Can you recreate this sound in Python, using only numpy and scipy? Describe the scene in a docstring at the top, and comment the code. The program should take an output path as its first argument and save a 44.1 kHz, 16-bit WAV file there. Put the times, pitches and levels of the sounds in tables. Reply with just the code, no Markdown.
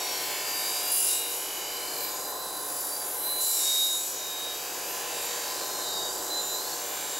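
"""The edge of a small steel cutter rasps on a bench grinder wheel; it sits in a holder that is swung to and fro.
Periodic excitation: much of the grit repeats from turn to turn, so the rasp buzzes at the wheel's rate.
Modes of cutter and holder ring, squeal and slide as the contact rolls; twice the edge bites harder and shrieks.
Behind it the motor hums in steady lines and the wheel stirs the air, a broadband rush; the workshop reflects all.
A gain control, triggered by loud passages, ducks the whole sound and recovers slowly."""
import sys
import numpy as np
from scipy import signal
from scipy.fft import rfft, irfft, next_fast_len
from scipy.io import wavfile
from scipy.ndimage import uniform_filter1d, map_coordinates

SR = 44100
rng = np.random.default_rng(int(sys.argv[2]) if len(sys.argv) > 2 else 0)


def log_audio(samples):
    """Write samples as a 16-bit WAV file to the path given in sys.argv[1]."""
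    # one column per channel
    frames = np.atleast_2d(samples).T
    # limit to full scale, then quantise
    limited = np.clip(frames, -1, 1)
    pcm = np.round(limited * 32767).astype(np.int16)
    wavfile.write(sys.argv[1], SR, pcm)


N = 317245
TIME = np.arange(N) / SR  # s

# sharp modes of cutter and holder: f/Hz, level relative to the rasp/dB before a common trim
LOW_MODES = [(2697, -24.5), (2982, -21), (3773, -11.5), (4032, -11), (4780, -11), (5588, -18),
             (5770, -26.5), (6782, -9.5), (7127, -10.5), (7424, -22), (7705, -12), (8495, -20.5)]
# the edge bites into the wheel: start/s, digging in/s, easing off/s, jump of the rasp/dB, jump of the hiss/dB,
# shriek f/Hz, shriek level/dB
BITES = [(0.895, 0.19, 0.14, 4, 7, 10100, -28), (3.39, 0.24, 0.57, 8, 5.5, 7500, -35)]


def amp(db):
    """Amplitude ratio of a level in decibels."""
    return 10 ** (np.asarray(db) / 20)


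def unit(x):
    """Normalisation to rms 1."""
    return x / np.sqrt(np.mean(x ** 2) + 1e-20)


def along(points, hz):
    """Interpolation of (f/Hz, value) points on a logarithmic frequency axis."""
    f, values = np.transpose(points)
    return np.interp(np.log(hz + 1), np.log(f), values)


def curves(rows):
    """Linear interpolation in time: one value per sample for each column after t/s."""
    t, *columns = np.transpose(rows)
    return [np.interp(TIME, t, column) for column in columns]


def wobble(rate, count=N):
    """Slow random modulation: a smooth curve of count samples through rate random knots a second."""
    knots = rng.standard_normal(int(count * rate / SR) + 4)
    coarse = TIME[:count:100]
    smooth = map_coordinates(knots, [coarse * rate])
    return np.interp(TIME[:count], coarse, smooth)


def filtered(x, response):
    """Linear filtering: the spectrum of x is multiplied by a response of frequency."""
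    size = next_fast_len(N + 8192)
    gain = response(np.fft.rfftfreq(size, 1 / SR))
    return irfft(rfft(x, size) * gain, size)[..., :N]


def coloured(x, spectrum):
    """Spectral shaping of x by (f/Hz, dB) points, falling away beyond their ends, at rms 1."""
    closed = [(spectrum[0][0] / 2, -90), *spectrum, (spectrum[-1][0] * 2, -90)]
    return unit(filtered(x, lambda hz: amp(along(closed, hz))))


def ring(drive, hz, width_hz):
    """Forced resonance that follows the curve hz, its slow level held at rms 1."""
    carrier = np.exp(2j * np.pi * np.cumsum(hz) / SR)
    envelope = drive / carrier  # shifts the resonance to zero frequency
    for band_hz in (width_hz, 6 * width_hz):  # a peak with steep skirts
        envelope = signal.lfilter([1], [1, -np.exp(-np.pi * band_hz / SR)], envelope)
    power = np.abs(uniform_filter1d(np.abs(envelope) ** 2, size=2800))
    return (envelope * carrier).real * np.sqrt(2 / (power + 1e-20))


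def tone(hz, drift, count=N):
    """Sinusoidal vibration of rms 1 whose phase drifts at random by some radians."""
    phase = 2 * np.pi * (hz * TIME[:count] + rng.random())
    return np.sqrt(2) * np.sin(phase + drift * wobble(9, count=count))


def swell(s, half):
    """Transient envelope: the samples around time s, and a flat-topped bell curve over them."""
    span = slice(max(0, int((s - 2 * half) * SR)), int((s + 2 * half) * SR))
    return span, np.exp(-np.abs((TIME[span] - s) / half) ** 3)


def grit(uneven_db=0.5):
    """Nearly periodic excitation: a ring of grains presses on the edge once a turn and changes a little each time."""
    # the wheel: t/s, rate/(turns per s)
    speed = [(0, 47.35), (1.9, 47.35), (3.6, 47.1), (4.6, 47.07), (7.19, 47.05)]
    # the track under the edge: t/s, correlation of the grit with the turn before (0-1, capped below)
    repeat = [(0, 0.85), (1.9, 0.98), (2.4, 0.72), (3.6, 0.74), (4.4, 0.86), (5.3, 0.86), (6.1, 0.63),
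              (7.19, 0.93)]
    angle = np.cumsum(curves(speed)[0]) / SR  # turns
    track = rng.standard_normal((int(angle[-1]) + 2, 940))  # turns by grains
    kept = np.clip(np.interp(np.arange(len(track)), angle, curves(repeat)[0]), 0, .97)
    for turn in range(1, len(track)):
        fresh = np.sqrt(1 - kept[turn] ** 2) * track[turn]
        track[turn] = kept[turn] * track[turn - 1] + fresh
    force = map_coordinates(track.ravel(), [angle * track.shape[1]])
    # high spots on the rim press harder as they come round
    rim = sum(np.cos(2 * np.pi * (k * angle + rng.random())) for k in range(1, 7))
    return force * amp(uneven_db * unit(rim))


def bite_corners(start, dig, ease, attack_s=0.026):
    """Stages of a bite in s: contact, full pressure, end of digging in, release."""
    return start + np.cumsum([0, attack_s, dig, ease])


def effort(rasp_dig_db=4):
    """Contact pressure sets the levels/dB: a bite lifts rasp and hiss at once, then the rasp builds up further."""
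    # the scrape comes and goes as the holder is swung: t/s, relative level of the scrape/dB
    swing = [(0, -46.5), (0.3, -43.5), (1.15, -43.5), (2.05, -49), (2.35, -60), (3.35, -54), (3.67, -46),
             (3.95, -51.5), (4.3, -48.5), (5.35, -45), (5.95, -53.5), (6.6, -54), (7, -46.5), (7.19, -48)]
    # steady grinding under the bites: t/s, relative level of the rasp/dB, relative level of the hiss/dB
    steady = [(0, -40, -42.5), (0.55, -39.5, -41), (0.75, -37.5, -38.5), (0.88, -39.5, -37.5),
              (1.35, -39.5, -35), (1.7, -40.5, -45), (2.05, -42, -41.5), (2.38, -44, -46.5),
              (2.65, -43, -41), (2.85, -41.5, -39.5), (3.08, -43.5, -39.5), (3.35, -46.5, -36.5),
              (4.05, -41, -38), (4.25, -39.5, -44), (4.85, -41.5, -43.5), (5.4, -39, -44),
              (6.2, -39, -45.5), (7.19, -40, -44.5)]
    scrape_db, = curves(swing)
    rasp_db, hiss_db = curves(steady)
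    for start, dig, ease, rasp_jump_db, hiss_jump_db, _, _ in BITES:
        corners = bite_corners(start, dig, ease)
        rasp_db = rasp_db + np.interp(TIME, corners, [0, rasp_jump_db, rasp_jump_db + rasp_dig_db, 0])
        hiss_db = hiss_db + np.interp(TIME, corners, [0, hiss_jump_db, hiss_jump_db, 0])
    return scrape_db, rasp_db, hiss_db


def minor_modes(force, depth_db=2):
    """Modal overlap: countless weak resonances ripple the spectrum, and shift slowly as the grip changes."""
    z = signal.stft(force, nperseg=1024)[2]
    ripple = uniform_filter1d(rng.standard_normal(z.shape), size=3, axis=0)  # over frequency
    for _ in range(2):
        ripple = uniform_filter1d(ripple, size=45, axis=1)  # over time
    return unit(signal.istft(z * amp(depth_db * unit(ripple)), nperseg=1024)[1][:N])


def grinding(force, levels, low_wander_db=4.5, high_wander_db=5.0, drift=1.0, damped_width_hz=16,
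             scrape_trim_db=3.2, rasp_trim_db=0.44, hiss_trim_db=0.9,
             low_modes_db=-4, high_modes_db=-4.0, fizz_db=-49):
    """Forced vibration: the grit scrapes the steel and keeps all its modes ringing."""
    # spectra of the layers, each then scaled to rms 1: f/Hz, relative level per Hz/dB
    scrape = [(700, -42), (1300, -12), (1750, 6), (1950, -1), (2150, 5.5), (2550, 4), (2900, 3), (3400, 5),
              (4300, -23), (5000, -17), (6000, -16)]
    rasp = [(3000, -38), (3700, 3), (4500, 1.5), (5100, 5), (5700, 3.5), (6100, 5.5), (6900, 7), (7600, 6),
            (8200, -2.5), (8500, 6), (9000, -5), (9300, -12), (11000, -26)]
    hiss = [(8000, -3), (9400, -2.5), (10300, 4), (10900, 4), (11150, 8), (11450, 1.5), (11800, 6.5),
            (12700, 8), (13250, -5.5), (13700, -5), (14400, -25), (15500, -11)]
    fizz = [(12500, -19), (13400, 17), (13800, -7), (14400, 0), (14800, -1), (15200, 3), (15600, 7)]
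    # more damped modes of the small cutter: f/Hz, level relative to the hiss/dB before a common trim
    high_modes = [(9755, -13), (9991, -12), (10196, -10), (10697, -9), (10885, -8), (11950, -14),
                  (12177, -6), (13048, -4.5), (13275, -8), (14056, -16), (14393, -6.5), (15719, -16)]
    scrape_db, rasp_db, hiss_db = levels
    out = amp(scrape_db + scrape_trim_db) * coloured(force, scrape)
    out += amp(rasp_db + rasp_trim_db) * coloured(force, rasp)
    chips = force + 0.32 * rng.standard_normal(N)  # flying chips never repeat
    out += amp(hiss_db + hiss_trim_db) * coloured(chips, hiss)
    out += amp(fizz_db) * coloured(chips, fizz)
    for hz, db in LOW_MODES:  # these ring on smoothly from turn to turn
        background = amp(rasp_db + low_modes_db + db + low_wander_db * wobble(6.8))
        out += singing(hz, background) * tone(hz, drift)
    for hz, db in high_modes:  # these tremble with the grit
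        strength = amp(hiss_db + high_modes_db + db + high_wander_db * wobble(8.8))
        out += strength * ring(force, np.full(N, hz), damped_width_hz)
    return out


def singing(mode_hz, background, uneven_db=1.5, neighbour_hz=320, neighbour_db=-17.5):
    """Modal coupling: a mode swells unevenly when it squeals, and more softly when a close neighbour does."""
    # a mode catches and squeals: t/s, half length/s, f/Hz, level/dB
    squeals = [(0.105, 0.19, 5588, -41), (0.733, 0.4, 4780, -38.5), (1.168, 0.06, 7705, -34),
               (1.198, 0.13, 3773, -38.5), (1.2, 0.14, 4032, -42.5), (2.404, 0.29, 4032, -46.5),
               (3.276, 0.22, 8495, -49.5), (3.424, 0.19, 4032, -34.5), (3.81, 0.18, 3773, -24.5),
               (3.85, 0.32, 6782, -37), (4.04, 0.08, 7705, -36), (4.147, 0.17, 5770, -44),
               (4.38, 0.19, 3773, -36.5), (5.956, 0.15, 3773, -36.5), (6.361, 0.058, 4032, -33),
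               (6.462, 0.12, 7127, -37), (6.53, 0.085, 4032, -39), (7.1, 0.25, 7424, -43.5),
               (7.15, 0.18, 3773, -47)]
    pitches = np.array(LOW_MODES)[:, 0]
    power = background ** 2
    waver_db = uneven_db * wobble(25)
    for s, half, hz, db in squeals:
        nearest_hz = pitches[np.argmin(np.abs(pitches - hz))]
        apart_hz = abs(nearest_hz - mode_hz)
        if apart_hz < neighbour_hz:
            span, bell = swell(s, half)
            squeal_db = db + neighbour_db * (apart_hz > 0) + waver_db[span]
            power[span] += (amp(squeal_db) * bell) ** 2
    return np.sqrt(power)


def shrieks(force, width_hz=430):
    """Broad resonance under pressure: as it digs in, the edge shrieks at a pitch set by the part that touches."""
    out = np.zeros(N)
    for start, dig, ease, _, _, hz, db in BITES:
        pressure = np.interp(TIME, bite_corners(start, dig, ease), [0, 1, 1, 0])
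        out += amp(db) * pressure ** 2 * ring(force, np.full(N, hz), width_hz)
    return out


def sliding(force, levels, sharpness=75, roam=0.022, wander_db=2.5, loose=0.91):
    """Varying contact stiffness: as the edge rolls, its damped resonances slide and now and then squeak."""
    # resonances that follow the scrape, the rasp and the hiss, one list each:
    # f/Hz, width/Hz, level relative to that layer's untrimmed level/dB, swell/(dB per dB)
    damped = [
        [(2980, 120, -8.5, 0.9), (4680, 240, -5.5, 1.0)],
        [(5660, 220, -18, 2.5), (7650, 190, -12, 1.56)],
        [(8830, 190, -19, 1.74), (10100, 450, -17, 2.05)],
    ]
    # hoarse squeaks as the edge rolls over: t/s, half length/s, f/Hz, slide/(Hz per s), level/dB
    squeaks = [(0.15, 0.29, 4400, -300, -42.5), (0.2, 0.14, 3134, -200, -47),
               (0.297, 0.36, 5180, -2200, -50), (1.1, 0.23, 2860, 48, -40.5), (1.72, 0.27, 2980, 100, -45),
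               (1.88, 0.25, 4210, 895, -45.5), (1.95, 0.46, 4855, 200, -45), (2.45, 0.37, 1048, 22, -47.5),
               (2.847, 0.4, 10370, 450, -41), (2.968, 0.076, 4730, -100, -43), (5.753, 0.21, 4200, 18, -45),
               (6.03, 0.17, 4730, -51, -41.5), (6.66, 0.15, 4250, 1500, -43)]
    out = np.zeros(N)
    drive = force + loose * rng.standard_normal(N)  # loose grit roughens the contact
    for level_db, resonances in zip(levels, damped):
        usual_db = level_db.mean()
        for hz, width_hz, db, growth in resonances:  # growth above 1 stands out of its layer in a hard bite
            layer_db = usual_db + growth * (level_db - usual_db)
            strength = amp(layer_db + db + wander_db * wobble(3.22))
            out += strength * ring(drive, hz * (1 + roam * wobble(2.4)), width_hz)
    for s, half, hz, slide, db in squeaks:
        span, bell = swell(s, half)
        pitch_hz = hz + slide * (TIME[span] - s)
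        out[span] += amp(db) * bell * ring(drive[span], pitch_hz, hz / sharpness)
    return out


def machine(air_db=2, hum_db=-2.0, flutter_db=1.74, drift=0.079, shading=1.65):
    """Turbulence and line spectrum: air rushes round the wheel over the slightly unsteady hum of the motor."""
    # the running machine, softer while the arm is in front of it: t/s, relative level of the air/dB
    rush = [(0, -43.5), (2.4, -44), (2.9, -45), (4.3, -45), (6, -42.5), (7.19, -44.5)]
    # spectrum of the air, then scaled to rms 1: f/Hz, relative level per Hz/dB
    air_spectrum = [(25, -42), (70, -20.5), (130, -16), (175, -10.5), (250, -12), (300, -0.5), (380, -1.5),
                    (600, 2.5), (690, -5.5), (820, 0), (920, -1), (1040, 2.5), (1170, -4.5), (1600, -4.5),
                    (2100, -14)]
    # motor lines, mostly multiples of the mains: f/Hz, relative level/dB
    hum_lines = [(47.3, -66.5), (95, -80), (120, -71), (378, -53.5), (420, -56.5), (480, -50.5), (574, -62),
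                 (600, -56.5), (625, -63), (660, -58), (720, -49), (780, -53), (840, -50.5), (960, -67),
                 (1020, -50), (1540, -56)]
    rush_db, = curves(rush)
    air = amp(air_db + rush_db) * coloured(rng.standard_normal(N), air_spectrum)
    hum = sum(amp(db + flutter_db * wobble(2.62)) * tone(hz, drift) for hz, db in hum_lines)
    shaded_db = shading * (rush_db - rush_db.mean())  # the hum varies more than the air
    return air + amp(hum_db + shaded_db) * hum


def walls(x):
    """Diffuse reverberation: convolution with a noise tail whose decay time depends on frequency."""
    # the workshop: f/Hz, time to decay by 60 dB/s
    decay = [(200, 0.13), (2000, 0.037), (12000, 0.19)]
    hz, t, z = signal.stft(rng.standard_normal(SR // 3), SR, nperseg=256)
    fading = amp(-60 * t / along(decay, hz)[:, None])
    tail = signal.istft(z * fading, SR, nperseg=256)[1]
    return signal.fftconvolve(x, tail / np.linalg.norm(tail))[:N]


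def scene():
    """Superposition: the grinder stands straight ahead; diffuse reflections make the two sides differ a little."""
    # the two sides: f/Hz, level of the side signal relative to the middle/dB
    width = [(40, -46), (90, -19), (180, -20), (400, -14), (700, -9.5), (1400, -6), (3000, -11.5),
             (5000, -14), (10000, -12), (12000, -33.5)]
    force, levels = grit(), effort()
    rippled = minor_modes(force)
    direct = grinding(rippled, levels) + shrieks(rippled) + sliding(force, levels) + machine()
    side = filtered(walls(direct), lambda hz: amp(along(width, hz)))
    return np.array([direct + side, direct - side])


def record(dry, threshold_db=-29, share=0.43, recovery_db_per_s=3.5, top_hz=15780):
    """Dynamic compression: a share of the excess level is cut, with slow recovery; a band limit follows."""
    power = np.abs(uniform_filter1d(np.mean(dry ** 2, axis=0), size=1300))
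    excess_db = np.maximum(10 * np.log10(power + 1e-20) - threshold_db, 0)
    recovery_db = recovery_db_per_s * TIME
    # each cut lasts until a larger one comes, less what has been recovered
    cut_db = np.maximum.accumulate(share * excess_db + recovery_db) - recovery_db
    return filtered(dry * amp(-cut_db), lambda hz: hz < top_hz)


dry = scene()
out = record(dry)
log_audio(out)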